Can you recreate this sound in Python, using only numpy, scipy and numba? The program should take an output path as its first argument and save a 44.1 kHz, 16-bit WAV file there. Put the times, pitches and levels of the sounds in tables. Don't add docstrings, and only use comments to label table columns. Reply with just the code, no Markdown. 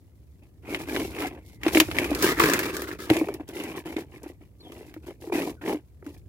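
import sys
import numpy as np
from scipy import signal
from scipy.fft import rfft, irfft
from scipy.io import wavfile
from scipy.ndimage import uniform_filter1d
from numba import njit

SR = 44100
rng = np.random.default_rng(int(sys.argv[2]) if len(sys.argv) > 2 else 0)


def master_out(mix):
    frames = np.transpose(np.atleast_2d(mix))
    ceiling = np.clip(frames, -1, 1)
    pcm = np.round(ceiling * 32767).astype(np.int16)
    wavfile.write(sys.argv[1], SR, pcm)


N = 276948
T = np.arange(N) / SR

# (frequency [Hz], level [dB])
AIR_COLOUR = [(30, -27.5), (66, -4), (125, -12.5), (220, -23), (330, -24), (900, -45.5), (3000, -59),
              (15000, -53)]
# (time [s], level [dB])
RUMBLE_LEVEL = [(0, -52), (.55, -51), (1.05, -42), (1.42, -50.5), (1.9, -38), (3.3, -49.5), (4.6, -51),
                (5.6, -48), (5.87, -53), (6.28, -45.5)]
# (start [s], length [s], first pitch [Hz], last pitch [Hz], level [dB])
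SQUEAK_GLIDES = [(1.302, 0.41, 2270, 2000, -62.5), (4.594, 0.038, 4620, 3950, -49),
                 (4.61, 0.11, 3700, 3070, -51.5), (5.558, 0.056, 1520, 1420, -60)]
# (time [s], level [dB], pitch [Hz])
BODY_THUDS = [(1.8, -26.5, 166), (2.437, -21, 149), (3.103, -17.5, 118.5)]
# (time [s], level [dB], ring pitch [Hz])
BODY_KNOCKS = [(0.887, -27, 310), (1.003, -24, 298), (1.247, -22, 730), (1.664, -10, 322),
               (1.753, -10.5, 321), (1.771, -9, 305), (1.8, -15, 322.6), (1.812, -15.5, 305.5),
               (1.886, -24, 313), (2.03, -21, 347), (2.115, -16, 289), (2.24, -11.5, 359),
               (2.438, -12.5, 425), (2.496, -18, 291), (2.82, -25, 357), (3.101, -10.5, 335),
               (3.11, -9.5, 313), (3.159, -23, 596), (3.168, -16.5, 352), (3.213, -15, 309),
               (3.286, -19.5, 393), (3.3975, -28, 300), (3.963, -23.5, 304), (3.983, -22.5, 396),
               (4.261, -32.5, 345), (4.666, -44, 708), (4.78, -42, 350), (4.809, -34.5, 390),
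               (4.964, -32, 313), (5.082, -31.5, 344), (5.108, -33.5, 386), (5.24, -30.5, 443),
               (5.273, -29.5, 327), (5.298, -26, 410), (5.323, -14.5, 365), (5.352, -23, 322),
               (5.475, -21.5, 308), (5.745, -21.5, 295), (6.025, -37, 370), (6.065, -29, 291)]
# (multiple of the ring pitch, level [dB], time to decay by 60 dB [s])
BODY_MODES = [(1.002, 5.5, 0.077), (1.3, -1, 0.011), (1.85, -11.5, 0.034), (2.6, -22, 0.054)]
# (time [s], wall clack level [dB], sharp tick level [dB])
CREASE_SNAPS = [(0.746, -23, -48), (0.963, -23.5, -57), (1.633, -27.5, -38.5), (1.665, -26, -46),
                (1.681, -25.5, -32.5), (1.748, -18, -31), (1.771, -14.5, -28.5), (1.777, -28.5, -24.5),
                (1.8007, -9.5, -11.5), (1.913, -27.5, -44), (1.967, -31, -42.5), (1.9855, -14.5, -29.5),
                (2.043, -27, -37), (2.149, -30.5, -28.5), (2.224, -31, -19), (2.397, -20, -20.5),
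                (2.4004, -12, -32), (2.437, -17, -22), (2.457, -23, -24.5), (2.498, -32, -24),
                (2.535, -19, -19), (2.591, -23.5, -23), (2.767, -30.5, -28.5), (2.819, -32.5, -31.5),
                (2.914, -32, -51), (3.1004, -18.5, -29.5), (3.167, -27.5, -33), (3.285, -42, -47.5),
                (3.34, -48, -36.5), (3.488, -50, -42), (3.637, -44, -38.5), (3.9658, -31, -46),
                (4.232, -59.5, -45.5), (4.72, -45.5, -51), (4.94, -45.5, -49.5), (5.221, -51, -57),
                (6.064, -52.5, -51.5)]
# (frequency [Hz], level [dB])
NESTED_COLOUR = [(100, -4.5), (123, -18.5), (181, -13.5), (218, -14.5), (300, -0.5), (541, -15.5),
                 (850, -21), (1310, -31), (2270, -23.5), (3850, -33), (7100, -37.5), (8580, -39),
                 (11800, -34.5), (15500, -40)]
# (frequency [Hz], level [dB])
FREE_COLOUR = [(100, -3.5), (228, -2), (319, 10), (457, 2.5), (774, -14), (1290, -7.5), (1490, -7.5),
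               (1760, -7), (4100, -25), (8580, -32), (11300, -30.5), (15500, -29)]
# (start [s], rise [s], hold [s], hollow body level [dB], wall crackle level [dB], edge hiss level [dB])
HAND_STROKES = [ (0.408, 0.02, 0.018, -55.5, -64.5, -71), (0.614, 0.13, 0.014, -30.5, -37, -45),
                (0.778, 0.02, 0.027, -35, -41.5, -44.5), (0.849, 0.038, 0.023, -36, -38, -46),
                (0.876, 0.078, 0.081, -27, -36, -39), (1.029, 0.019, 0.058, -38, -48, -46.5),
                (1.075, 0.15, 0.04, -30.5, -33.5, -41), (1.296, 0.019, 0.068, -42, -54, -64.5),
                (1.396, 0.057, 0.095, -56, -63.5, -58.5), (1.597, 0.082, 0.0081, -30, -32.5, -39.5),
                (1.702, 0.063, 0.012, -22, -29, -28), (1.8, .03, 0.092, -42, -45, -42.5),
                (1.895, 0.087, 0.081, -27.5, -32.5, -35.5), (2.067, 0.04, 0.2, -30, -36, -36),
                (2.201, 0.028, 0.091, -24, -24.5, -29), (2.35, 0.057, 0.15, -21.5, -22, -28.5),
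                (2.537, 0.044, 0.12, -28, -31.5, -36.5), (2.71, 0.027, 0.11, -33, -38, -40),
                (2.841, 0.045, 0.044, -34, -39.5, -45), (2.983, 0.0069, 0.16, -40, -43, -45.5),
                (3.092, 0.0025, 0.1, -25.5, -32.5, -36), (3.183, 0.029, 0.14, -32, -45.5, -51),
                (3.396, 0.0033, 0.008, -38.5, -51, -61), (3.471, 0.01, 0.11, -40, -49.5, -52.5),
                (3.518, 0.06, 0.15, -33.5, -39, -47), (3.721, 0.038, 0.028, -35, -40.5, -46.5),
                (3.843, 0.015, 0.075, -36, -44, -50.5), (3.956, 0.0075, 0.047, -34.5, -45.5, -51),
                (4.061, 0.089, 0.021, -45.5, -51.5, -59.5), (4.201, 0.042, 0.061, -41, -53.5, -59.5),
                (4.399, 0.019, 0.014, -51, -61, -69.5), (4.556, 0.13, 0.051, -45, -58, -60.5),
                (4.681, 0.083, 0.2, -46.5, -55, -59), (4.993, 0.092, 0.024, -41.5, -52, -55),
                (5.199, 0.015, 0.084, -44, -57, -54.5), (5.316, 0.0098, .1, -25, -34, -40.5),
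                (5.428, 0.015, 0.057, -31.5, -45, -46), (5.61, 0.005, 0.03, -40.5, -46.5, -54),
                (5.609, 0.072, 0.051, -26.5, -36.5, -44), (6.023, 0.038, 0.049, -45, -59, -61.5),
                (6.118, 0.025, 0.028, -57.5, -64, -59.5)]
# (hollow body level [dB], wall crackle level [dB], edge hiss level [dB])
RESTING_GRIP = (-73.5, -78, -76.5)

HISS_DB = -73
SHAKE_BAND, WALL_BAND, EDGE_BAND = (130, 1050), (900, 3500), (3500, 16000)
FREE_FROM_S, FREE_TO_S = 2.18, 3.07
RISE_POWER, SAG_DB_PER_S, RELEASE_DB_PER_S = 1.6, 34.5, 398.5
LINGER_DB, LINGER_S = -21, 0.031
THINNING = .35
SLACK_HZ, GRIP_DAMPING = 308, 4
BEND, SETTLE_S, SWELL_S = 0.1, 0.0039, 0.0035
CONTACT_DB, CONTACT_BAND = -12.5, (520, 1400)
PORT_LAG = 5
TOP_HZ = 15800


def undb(db):
    return 10 ** (np.asarray(db) / 20)


def gain_at(points, hz):
    point_hz, db = np.transpose(points)
    return undb(np.interp(np.log(hz + 1), np.log(point_hz), db))


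def colour(x, points, band, order=6, size=2048):
    hz = np.arange(size // 2 + 1) * SR / size + 1
    low_cut = 1 + (band[0] / hz) ** (2 * order)
    high_cut = 1 + (hz / band[1]) ** (2 * order)
    gain = gain_at(points, hz) / np.sqrt(low_cut * high_cut)
    cepstrum = irfft(np.log(gain + 1e-5))
    cepstrum[1:size // 2] *= 2
    cepstrum[size // 2 + 1:] = 0
    response = irfft(np.exp(rfft(cepstrum)))
    return signal.oaconvolve(x, response[None], axes=1)[:, :x.shape[1]]


def steady(x, seconds):
    size = max(int(seconds * SR), 2)
    power = uniform_filter1d(uniform_filter1d(np.mean(x ** 2, 0), size), size)
    return x / np.sqrt(np.abs(power) + 1e-9 * power.mean())


def add(out, s, sound):
    i = max(int(s * SR), 0)
    out[:, i:i + sound.shape[1]] += sound[:, :N - i]


def walk(per_s):
    return np.interp(T * per_s, np.arange(1024), rng.standard_normal(1024))


@njit
def resonate(x, hz, share):
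    y, band, low = np.empty(x.shape), np.zeros(len(x)), np.zeros(len(x))
    for i in range(x.shape[1]):
        g = np.pi * hz[i] / SR
        scale = 1 / (1 + g * (g + share))
        for c in range(len(x)):
            v = (band[c] + g * (x[c, i] - low[c])) * scale
            band[c] = 2 * v - band[c]
            low[c] += 2 * g * v
            y[c, i] = share * v
    return y


def open_air(side_low=0.32, side_high=0.97):
    hz = np.arange(N // 2 + 1) * SR / N
    mid, side = rfft(rng.standard_normal((2, N))) * gain_at(AIR_COLOUR, hz)
    side = side * np.interp(hz, [300, 2000], [side_low, side_high])
    ports = np.array([mid + side, mid - side])
    low_share = np.interp(hz, [400, 900], [1, 0])
    rumble = irfft(ports * low_share, N)
    hiss = irfft(ports * (1 - low_share), N)
    rumble_gain = undb(np.interp(T, *np.transpose(RUMBLE_LEVEL)))
    return rumble / rumble.std() * rumble_gain + hiss / hiss.std() * undb(HISS_DB)


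def squeaks(waver=.045):
    out = np.zeros((2, N))
    for s, length_s, first_hz, last_hz, db in SQUEAK_GLIDES:
        n = int(length_s * SR)
        hz = np.geomspace(first_hz, last_hz, n) * (1 + waver * walk(378)[:n])
        tone = np.hanning(n) * np.sin(2 * np.pi * np.cumsum(hz) / SR)
        add(out, s, undb(db) * tone[None])
    return out


def thuds():
    out, t = np.zeros((2, N)), T[:SR // 5]
    for s, db, hz in BODY_THUDS:
        thud = np.sin(2 * np.pi * hz * t) * np.exp(-t / 0.013) * (1 - np.exp(-t / 0.00052))
        add(out, s, undb(db) * thud[None])
    return out


def flutter(ring_s, tail_s, tail_db, apart):
    t = T[:SR // 12]
    noise = rng.standard_normal((3, len(t)))
    apart = np.clip(apart, 0, 1)
    ports = np.sqrt(1 - apart) * noise[0] + np.sqrt(apart) * noise[1:]
    return ports * (np.exp(-t / ring_s) + undb(tail_db) * np.exp(-t / tail_s))


def snap(points, band, ring_s, tail_s, tail_db, apart):
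    stretch = np.exp(.1 * rng.standard_normal())
    own = [(hz * stretch, db + 3 * rng.standard_normal()) for hz, db in points]
    x = colour(flutter(ring_s, tail_s, tail_db, apart), own, band, order=3)
    return x / np.sqrt(np.mean(x[:, :SR // 333] ** 2))


def knocks():
    out, t = np.zeros((2, N)), T[:SR // 5]
    ratio, mode_db, t60 = np.array(BODY_MODES).T[..., None]
    upper = np.arange(len(BODY_MODES))[:, None] > 0
    bent_time = t + BEND * SETTLE_S * (1 - np.exp(-t / SETTLE_S))
    swell = 1 - np.exp(-t / SWELL_S)
    for s, db, hz in BODY_KNOCKS:
        detune, luck = rng.standard_normal((2, len(BODY_MODES), 1)) * upper
        damping = np.clip((hz / SLACK_HZ) ** GRIP_DAMPING, 1, 2)
        fade = undb(mode_db + 2.2 * luck) * np.exp(-np.log(1000) * t * damping / t60)
        mode_hz = hz * ratio * (1 + 0.026 * detune)
        ring = np.sum(fade * np.sin(2 * np.pi * mode_hz * bent_time), axis=0)
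        click = snap(NESTED_COLOUR, CONTACT_BAND, ring_s=.0025, tail_s=0.0098, tail_db=-18.5, apart=0)
        add(out, s, undb(db) * (ring * swell)[None])
        add(out, s, undb(db + CONTACT_DB) * click)
    return out


def cracks():
    out = np.zeros((2, N))
    for s, wall_db, tick_db in CREASE_SNAPS:
        points = FREE_COLOUR if FREE_FROM_S < s < FREE_TO_S else NESTED_COLOUR
        clack = snap(points, (1300, 3300), ring_s=0.0027, tail_s=0.015, tail_db=-13.5, apart=0.71)
        tick = snap(points, (5200, 17000), ring_s=0.0041, tail_s=0.014, tail_db=-14, apart=0.94)
        add(out, s, undb(wall_db) * clack + undb(tick_db) * tick)
    return out


def effort(start, rise_s, hold_s):
    t = T - start - rise_s
    pressure = np.clip(1 + t / max(rise_s, 1 / SR), 0, 1) ** RISE_POWER
    sag = undb(-SAG_DB_PER_S * np.clip(t, 0, max(hold_s, 0)))
    after = np.maximum(t - hold_s, 0)
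    linger = undb(LINGER_DB) * np.exp(-after / LINGER_S)
    return pressure * sag * np.maximum(undb(-RELEASE_DB_PER_S * after), linger)


def stroke_gains():
    power = np.outer(undb(RESTING_GRIP) ** 2, np.ones(N))
    for start, rise_s, hold_s, *layers_db in HAND_STROKES:
        power += np.outer(undb(layers_db), effort(start, rise_s, hold_s)) ** 2
    return np.sqrt(power)


@njit
def scatter(starts, sizes, spots, rings):
    out = np.zeros((2, N))
    for k in range(len(starts)):
        start, size = starts[k], sizes[k]
        for port in range(2):
            ring = rings[spots[k], port]
            for i in range(min(len(ring), N - start)):
                out[port, start + i] += size * ring[i]
    return out


def slips(touch, per_s, spread_db, ring_s, tail_s, tail_db, apart, count=16):
    rings = np.array([flutter(ring_s, tail_s, tail_db, apart)[:, :SR // 25] for _ in range(count)])
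    chance, luck, spots = rng.random(N), rng.standard_normal(N), rng.integers(count, size=N)
    rate = per_s * np.maximum((touch / touch.max()) ** THINNING, .2)
    starts = np.flatnonzero(chance < rate / SR)
    sizes = undb(spread_db * np.clip(luck[starts], -2, 2))
    return scatter(starts, sizes, spots[starts], rings)


def panels(x, low_hz=820, high_hz=2750, boost_db=3.0, patchy_db=6, per_s=20, count=6):
    out = x
    for hz in np.geomspace(low_hz, high_hz, count):
        ring = resonate(x, hz * np.exp(.11 * walk(per_s)), .06)
        out = out + undb(boost_db + patchy_db * walk(2 * per_s)) * ring
    return out


def lurches(depth, fall_s=0.021, per_s=45):
    kicks = 1. * (rng.random(N) < per_s / SR)
    jerks = 1 + depth * signal.lfilter([1], [1, -np.exp(-1 / (fall_s * SR))], kicks)
    return steady(jerks[None], 0.028)


def stalls(build_s=0.0068, dip_db=-6):
    db = np.zeros(N)
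    n = int(build_s * SR)
    dip = dip_db * np.sqrt(np.linspace(0, 1, n))
    for s, *_ in CREASE_SNAPS:
        i = int(s * SR)
        db[i - n:i] = np.minimum(db[i - n:i], dip)
    return undb(db)


def rubbing():
    body_gain, wall_gain, edge_gain = stroke_gains()
    free = uniform_filter1d(1. * ((T > FREE_FROM_S) & (T < FREE_TO_S)), SR // 20)

    def voiced(x, band):
        return (1 - free) * colour(x, NESTED_COLOUR, band) + free * colour(x, FREE_COLOUR, band)

    shake = slips(body_gain, per_s=750, spread_db=3.0, ring_s=0.0033, tail_s=0.0031, tail_db=-19.0, apart=0)
    crackle = slips(wall_gain, per_s=900, spread_db=5, ring_s=0.002, tail_s=0.009, tail_db=-2, apart=0.45)
    grit = slips(edge_gain, per_s=1600, spread_db=6.5, ring_s=0.00046, tail_s=0.018, tail_db=-5.5, apart=0.84)
    body = steady(voiced(shake, SHAKE_BAND), 0.022) * body_gain
    wall = steady(voiced(panels(crackle), WALL_BAND), 0.018) * wall_gain
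    edge = steady(voiced(grit, EDGE_BAND), 0.32) * edge_gain
    return (body + wall + edge) * lurches(depth=1.0) * stalls()


def scene(cavity_hz=700.0, cavity_db=-6):
    left, right = squeaks() + thuds() + knocks() + cracks() + rubbing()
    left = left + undb(cavity_db) * resonate(left[None], np.full(N, cavity_hz), .4)[0]
    delayed_left = np.pad(left, (PORT_LAG, 0))[:N]
    return open_air() + np.array([delayed_left, right])


def record(dry):
    bass_cut = signal.butter(3, 48, "high", fs=SR, output="sos")
    top_cut = signal.ellip(10, .2, 90, TOP_HZ, fs=SR, output="sos")
    thinned = signal.sosfilt(bass_cut, dry)
    return signal.sosfilt(top_cut, np.clip(thinned, -1, 1))


dry = scene()
out = record(dry)
master_out(out)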